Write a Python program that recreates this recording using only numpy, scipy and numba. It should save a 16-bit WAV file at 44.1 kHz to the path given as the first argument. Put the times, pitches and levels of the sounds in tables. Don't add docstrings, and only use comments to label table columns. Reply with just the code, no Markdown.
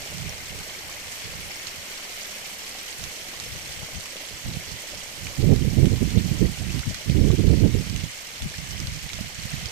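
import sys
import numpy as np
from scipy import signal
from scipy.fft import rfft, irfft
from scipy.io import wavfile
from scipy.ndimage import uniform_filter1d
from numba import njit

SR = 44100
rng = np.random.default_rng(int(sys.argv[2]) if len(sys.argv) > 2 else 0)


def generate_wav(signal):
    frames = np.transpose(np.atleast_2d(signal))
    scaled = np.clip(frames, -1, 1) * 32767
    pcm = np.round(scaled).astype(np.int16)
    wavfile.write(sys.argv[1], SR, pcm)


N = 428211
TIME = np.arange(N) / SR
SHORT = 2048

# (t/s, jets level/dB, furrows level/dB, extra left-port jets level/dB, finest spray level/dB)
NEARNESS = [(0, 0, 2, 1.5, 1), (1.5, .3, 1, 1.8, -0.1), (3, 0.5, 0.5, 0.6, 1), (4.2, 0.44, 1, 0, -0.5),
            (5.5, 0.5, 1.5, -1, 0.8), (7, 1, -2, -0.3, -1.8), (8.2, -0.06, -2, 0.1, -1),
            (9.35, 0.3, -4, 0, -2.5), (9.55, 1.5, -2.5, -.2, -1.5), (9.71, 1.5, -0.5, -1.5, -4)]
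# (f/Hz, left level/dB per Hz, right level/dB per Hz)
SPLASH_SPECTRUM = [(300, -88.5, -83), (865, -83, -82.5), (1400, -79.5, -83), (1700, -76.5, -81),
                   (2160, -72, -74.5), (2450, -74, -78), (3050, -78, -72), (3750, -84, -76.5),
                   (4400, -79.5, -74), (4950, -85, -76), (5470, -75.5, -75.5), (5840, -85.5, -74),
                   (8820, -86, -79), (9600, -88.5, -87.5), (12000, -85.5, -84), (15300, -91, -91.5)]
# (f/Hz, level/dB per Hz)
FURROW_SPECTRUM = [(30, -75), (110, -85.5), (200, -75), (320, -81.5), (450, -78.5), (580, -77), (780, -80),
                   (1200, -87), (2500, -105)]
# (port, start t/s, length t/s, arrival level/dB, swell over the length/dB)
GUST_EVENTS = [("right", 0, .02, -37, 0), ("right", .12, .2, -32, 2), ("right", 0.452, .16, -42, 6),
               ("right", 1.24, 0.25, -37, -3.5), ("right", 1.77, .04, -44, 0),
               ("right", 2.99, 0.077, -42, 5), ("right", 3.36, .06, -47, 0), ("left", 3.43, 0.14, -43, 5),
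               ("left", 3.6, .23, -48, 8), ("left", 3.94, 0.025, -33, 0), ("right", 4.32, 0.023, -35, 0),
               ("right", 4.445, .135, -30.5, 2), ("left", 4.47, .12, -37, -9),
               ("right", 4.68, .06, -35.5, -2), ("right", 4.93, .1, -43.5, -3),
               ("right", 5.19, .11, -35, 2.8), ("right", 5.395, .135, -17.5, 6.5),
               ("right", 5.56, .17, -17, -3), ("right", 5.77, .1, -11.5, -1), ("right", 5.9, .07, -17, -2),
               ("right", 6.022, .1, -15, -9), ("right", 6.16, .03, -11.5, -3), ("right", 6.24, .15, -24, 0),
               ("right", 6.415, .11, -14, -13), ("left", 6.46, .03, -36, 0), ("right", 6.59, .19, -26, 3),
               ("left", 6.87, 0.036, -24.5, 0), ("right", 6.87, .03, -37, 0),
               ("right", 7.075, .245, -21, 8), ("right", 7.385, .115, -17, 7),
               ("right", 7.53, .17, -15, -3), ("right", 7.73, .05, -16, 2), ("right", 7.86, .2, -23.5, -6),
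               ("right", 8.43, .04, -33, 0), ("left", 8.43, 0.037, -26.5, -2),
               ("right", 8.57, .25, -33, 6.2), ("right", 8.88, 0.18, -31, -5),
               ("left", 8.85, 0.037, -29, 0), ("right", 9.13, 0.13, -31, -3), ("right", 9.38, .27, -36, 5),
               ("left", 9.61, .05, -41.5, 0)]
# (t/s, level/dB)
RIGHT_BREEZE = [(0, -48), (1.1, -49.5), (2.3, -62), (3.1, -56), (4, -63), (5.2, -51), (8.25, -54),
                (9.71, -41)]
# (f/Hz, relative level/dB per Hz)
EDDY_SPECTRUM = [(8, -28), (25, -8), (50, 0), (75, 0), (100, 0), (170, -3), (250, -9.5), (330, -9.5),
                 (450, -9.5), (700, -16), (1500, -16)]
# (t/s, level/dB, f/Hz)
LOUD_DROPS = [(1.67, -15, 4280), (2.123, -21, 4860), (3.039, -12.5, 3980), (3.4, -15, 4460),
              (4.058, -21, 2720), (5.269, -16, 2470), (5.562, -19, 4470), (5.857, -17.5, 3050),
              (6.793, -16.5, 4500), (6.945, -13.3, 4360), (7.097, -19, 3060), (7.898, -17, 5640),
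              (7.962, -15, 2810), (8.421, -19, 3570), (8.709, -17.5, 5580), (8.802, -17, 5480),
              (8.871, -16, 4400), (9.092, -20, 3800), (9.133, -16, 3560), (9.192, -22.5, 2610),
              (9.658, -16.5, 5000)]
# (t/s, starting level/dB, starting f/Hz)
PLOP_BUBBLES = [(.75, -28, 2180), (6.182, -27, 3520), (6.695, -29, 2490), (6.705, -32, 2750),
                (6.831, -33, 1430), (6.835, -29, 2070), (6.91, -33, 595), (7.303, -32, 1090),
                (8.54, -29.5, 1720), (9.1, -28, 2180), (9.189, -31.5, 597), (9.516, -29, 2490),
                (9.535, -31, 1860)]
# (t/s, level/dB, f/Hz)
STRONG_EDDIES = [(4.571, -18, 130), (5.788, -2, 90), (5.832, 0.5, 110), (6.029, -5, 225), (6.175, -2, 130),
                 (6.316, -11, 128), (6.396, -15, 140), (6.429, -3, 205), (7.1, -4, 119), (7.151, -8, 93),
                 (7.216, -2.5, 99), (7.304, -2, 119), (7.482, 0.5, 100), (8.04, -12.5, 125),
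                 (9.212, -15.5, 131), (9.456, -18, 125), (9.542, -18.5, 149)]

LEFT_BREEZE_DB = -59
GUST_ATTACK_S, GUST_RELEASE_S = 0.013, 0.028
WAKE_DB, WAKE_S = -20, .16
DROP_RING_CYCLES = 2.54
PLOP_RING_S = 0.027
TOP_HZ = 15300


def undb(db):
    return 10 ** (np.asarray(db) / 20)


def unit(x):
    return x / np.sqrt(np.mean(x ** 2))


def curves(rows):
    s, *columns = np.transpose(rows)
    return [np.interp(TIME, s, column) for column in columns]


def walk(rate):
    k = max(int(SR / rate), 2)
    steps = np.repeat(rng.standard_normal(N // k + 1), k)
    smooth = uniform_filter1d(uniform_filter1d(steps, k), k)
    return unit(smooth[:N])


def colour(x, hz, db):
    f = np.arange(N // 2 + 1) * SR / N + 1
    gain = undb(np.interp(np.log(f), np.log(hz), db))
    return irfft(rfft(x) * gain, N) * np.sqrt(SR / 2)


def add(track, s, sound):
    i = int(np.clip(s * SR, 0, N - 1))
    track[i:i + len(sound)] += sound[:N - i]


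@njit
def lowpass(x, hz, damping):
    y, band, low = np.empty(len(x)), 0., 0.
    for i in range(len(x)):
        g = np.tan(np.pi * hz[i] / SR)
        v = (band + g * (x[i] - low)) / (1 + g * (g + damping))
        y[i] = low + g * v
        band, low = 2 * v - band, 2 * y[i] - low
    return y


@njit
def ring(starts, hz, cycles, size, glide):
    y = np.zeros(N)
    for k in range(len(starts)):
        length = int(cycles[k] * SR / hz[k])
        phase, level, fade = 0., size[k], np.exp(-5.5 / length)
        for j in range(length):
            i = int(starts[k] * SR) + j
            phase += 2 * np.pi * hz[k] * (1 + glide * j / length) / SR
            level *= fade
            if 0 <= i < N:
                y[i] += level * np.sin(phase)
    return y


def bubbles(count, low_hz, high_hz, cycles, spread_db, lag_ms, scatter_ms, glide):
    when, pitch, life, strength, place = rng.random((count, 5)).T
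    hz = low_hz * (high_hz / low_hz) ** pitch
    size = undb(-spread_db * np.log(1 - .995 * strength)) * hz
    late = (lag_ms + scatter_ms * (2 * place - 1)) / 1000
    turns = max(cycles, 1.) * (.5 + life)
    starts = when * N / SR
    left = ring(starts + late, hz, turns, size, glide)
    right = ring(starts, hz, turns, size, glide)
    return unit(np.array([left, right]))


def splats(count=330, spread_db=2.0, fade_s=0.017, low_hz=2500, high_hz=13500):
    out, t = np.zeros((2, N)), TIME[:SHORT]
    for when, pitch, strength in rng.random((count, 3)):
        hz = min(low_hz * (high_hz / low_hz) ** pitch, 14000)
        band = signal.butter(1, [hz * 3 / 4, hz * 4 / 3], "bandpass", fs=SR)
        burst = signal.lfilter(*band, rng.standard_normal((2, SHORT))) * np.exp(-t / fade_s)
        burst *= undb(-spread_db * np.log(1 - .97 * strength))
        for port, sound in zip(out, burst):
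            add(port, when * N / SR, sound)
    return unit(out)


def jets(impact_db=-5, fizz_db=-7.5, hiss_db=-3, splat_db=-10, direct_db=-4,
         surge_db=0.29, flutter_db=0.25, lag_s=0.00045):
    impacts = (rng.random((2, N)) < .08) * rng.standard_normal((2, N))
    fizz = bubbles(count=13000, low_hz=996.0, high_hz=13430, cycles=51, spread_db=3.0,
                   lag_ms=.6, scatter_ms=.4, glide=0.11)
    low = signal.butter(2, 2400, fs=SR, output="sos")
    jet = signal.sosfilt(low, rng.standard_normal(N))
    direct = np.array([np.interp(TIME - lag_s, TIME, jet), jet])
    water = undb(impact_db) * unit(impacts) + undb(fizz_db) * fizz + undb(splat_db) * splats()
    water += undb(hiss_db) * rng.standard_normal((2, N)) + undb(direct_db) * direct
    water = unit(water * undb(surge_db * walk(14) + flutter_db * walk(110)))
    hz, *ports = np.transpose(SPLASH_SPECTRUM)
    return np.array([colour(w, hz, db) for w, db in zip(water, ports)])


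def furrows(gurgle_db=-1, wash_db=-5, diffuse=0.12, lag_s=0.00016):
    gurgle = bubbles(count=2600, low_hz=286.3, high_hz=1480, cycles=14.2, spread_db=3.0,
                     lag_ms=0.17, scatter_ms=0.14, glide=0.093)
    gurgle *= np.sqrt(2400 / SR)
    flow = rng.standard_normal(N)
    wash = np.array([np.interp(TIME - lag_s, TIME, flow), flow])
    wash += diffuse * rng.standard_normal((2, N))
    return colour(undb(gurgle_db) * gurgle + undb(wash_db) * wash, *np.transpose(FURROW_SPECTRUM))


def gusts(port, breeze_db):
    force = undb(breeze_db) * np.ones(N)
    for side, start, length, db, swell_db in GUST_EVENTS:
        if side == port:
            before = np.maximum(start - TIME, 0)
            after = np.maximum(TIME - start - length, 0)
            rise = np.exp(-before / GUST_ATTACK_S)
            hold = undb(db + swell_db * np.clip((TIME - start) / length, 0, 1))
            wake = undb(WAKE_DB) * np.exp(-after / WAKE_S)
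            release = np.maximum(np.exp(-after / GUST_RELEASE_S), wake)
            force = np.maximum(force, rise * hold * release)
    return 20 * np.log10(force)


def wind(gust_db, corner_hz, trim_db, churn_db=2.5, octave_db=10, flutter_db=1.1):
    force_db = gust_db + churn_db * walk(70) + flutter_db * walk(22)
    eddies = colour(rng.standard_normal(N), *np.transpose(EDDY_SPECTRUM))
    corner = np.clip(corner_hz * (1 + 2 ** ((force_db + 18) / octave_db)), 60, 490)
    rumble = lowpass(lowpass(eddies, corner, 1.46), corner, 1.0)
    rumble /= np.sqrt(uniform_filter1d(rumble ** 2, size=SR // 20) + 1e-12)
    return rumble * undb(force_db + trim_db)


def drops(left_db=-10, lag_s=0.000793, smack=0.27, smack_s=0.0012, spray=.11, spray_s=0.013,
          count=26, faint_db=-24, faint_spread_db=2, faint_hz=4200, faint_octaves=.45):
    out, t = np.zeros((2, N)), TIME[:SHORT]
    wet = signal.butter(2, [1500, 7500], "bandpass", fs=SR, output="sos")
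    faint = []
    for when, size, pitch in rng.random((count, 3)):
        db = faint_db + faint_spread_db * (2 * size - 1)
        hz = faint_hz * 2 ** (faint_octaves * (2 * pitch - 1))
        faint.append((when * N / SR, db, hz))
    for s, db, hz in list(LOUD_DROPS) + faint:
        tone = np.sin(2 * np.pi * hz * t) * np.exp(-hz * t / DROP_RING_CYCLES)
        fade = smack * np.exp(-t / smack_s) + spray * np.exp(-t / spray_s)
        splash = unit(signal.sosfilt(wet, rng.standard_normal(SHORT))) * fade
        add(out[0], s + lag_s, undb(db + left_db) * (tone + splash))
        add(out[1], s, undb(db) * (tone + splash))
    return out


def plops(glide=0.27, lag_s=.0001):
    s, db, hz = np.array(PLOP_BUBBLES, float).T.copy()
    return np.array([ring(s + lag, hz, PLOP_RING_S * hz, undb(db), glide) for lag in (lag_s, 0)])


def thumps(turns=0.43, core_db=-15, core_hz=370):
    out = np.zeros(N)
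    t = TIME[:SHORT] - TIME[SHORT // 2]

    def swing(hz):
        return np.sin(2 * np.pi * hz * t) * np.exp(-(hz * t / turns) ** 2)

    for s, db, hz in STRONG_EDDIES:
        add(out, s + t[0], undb(db) * (swing(hz) + undb(core_db) * swing(core_hz)))
    return out


def scene(spray_hz=8500):
    jets_db, furrows_db, left_db, spray_db = curves(NEARNESS)
    splashing = jets() * undb([jets_db + left_db, jets_db])
    high = signal.butter(2, spray_hz, "high", fs=SR, output="sos")
    spray = signal.sosfiltfilt(high, splashing)
    water = splashing + (undb(spray_db) - 1) * spray + furrows() * undb(furrows_db)
    left = wind(gusts("left", LEFT_BREEZE_DB), corner_hz=158, trim_db=0)
    right = wind(gusts("right", curves(RIGHT_BREEZE)[0]), corner_hz=162.5, trim_db=-0.4)
    water += drops() + plops()
    return water + np.array([left, right + thumps()])


def record(dry):
    top_cut = signal.ellip(10, .2, 80, TOP_HZ, fs=SR, output="sos")
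    return signal.sosfilt(top_cut, np.tanh(dry))


dry = scene()
out = record(dry)
generate_wav(out)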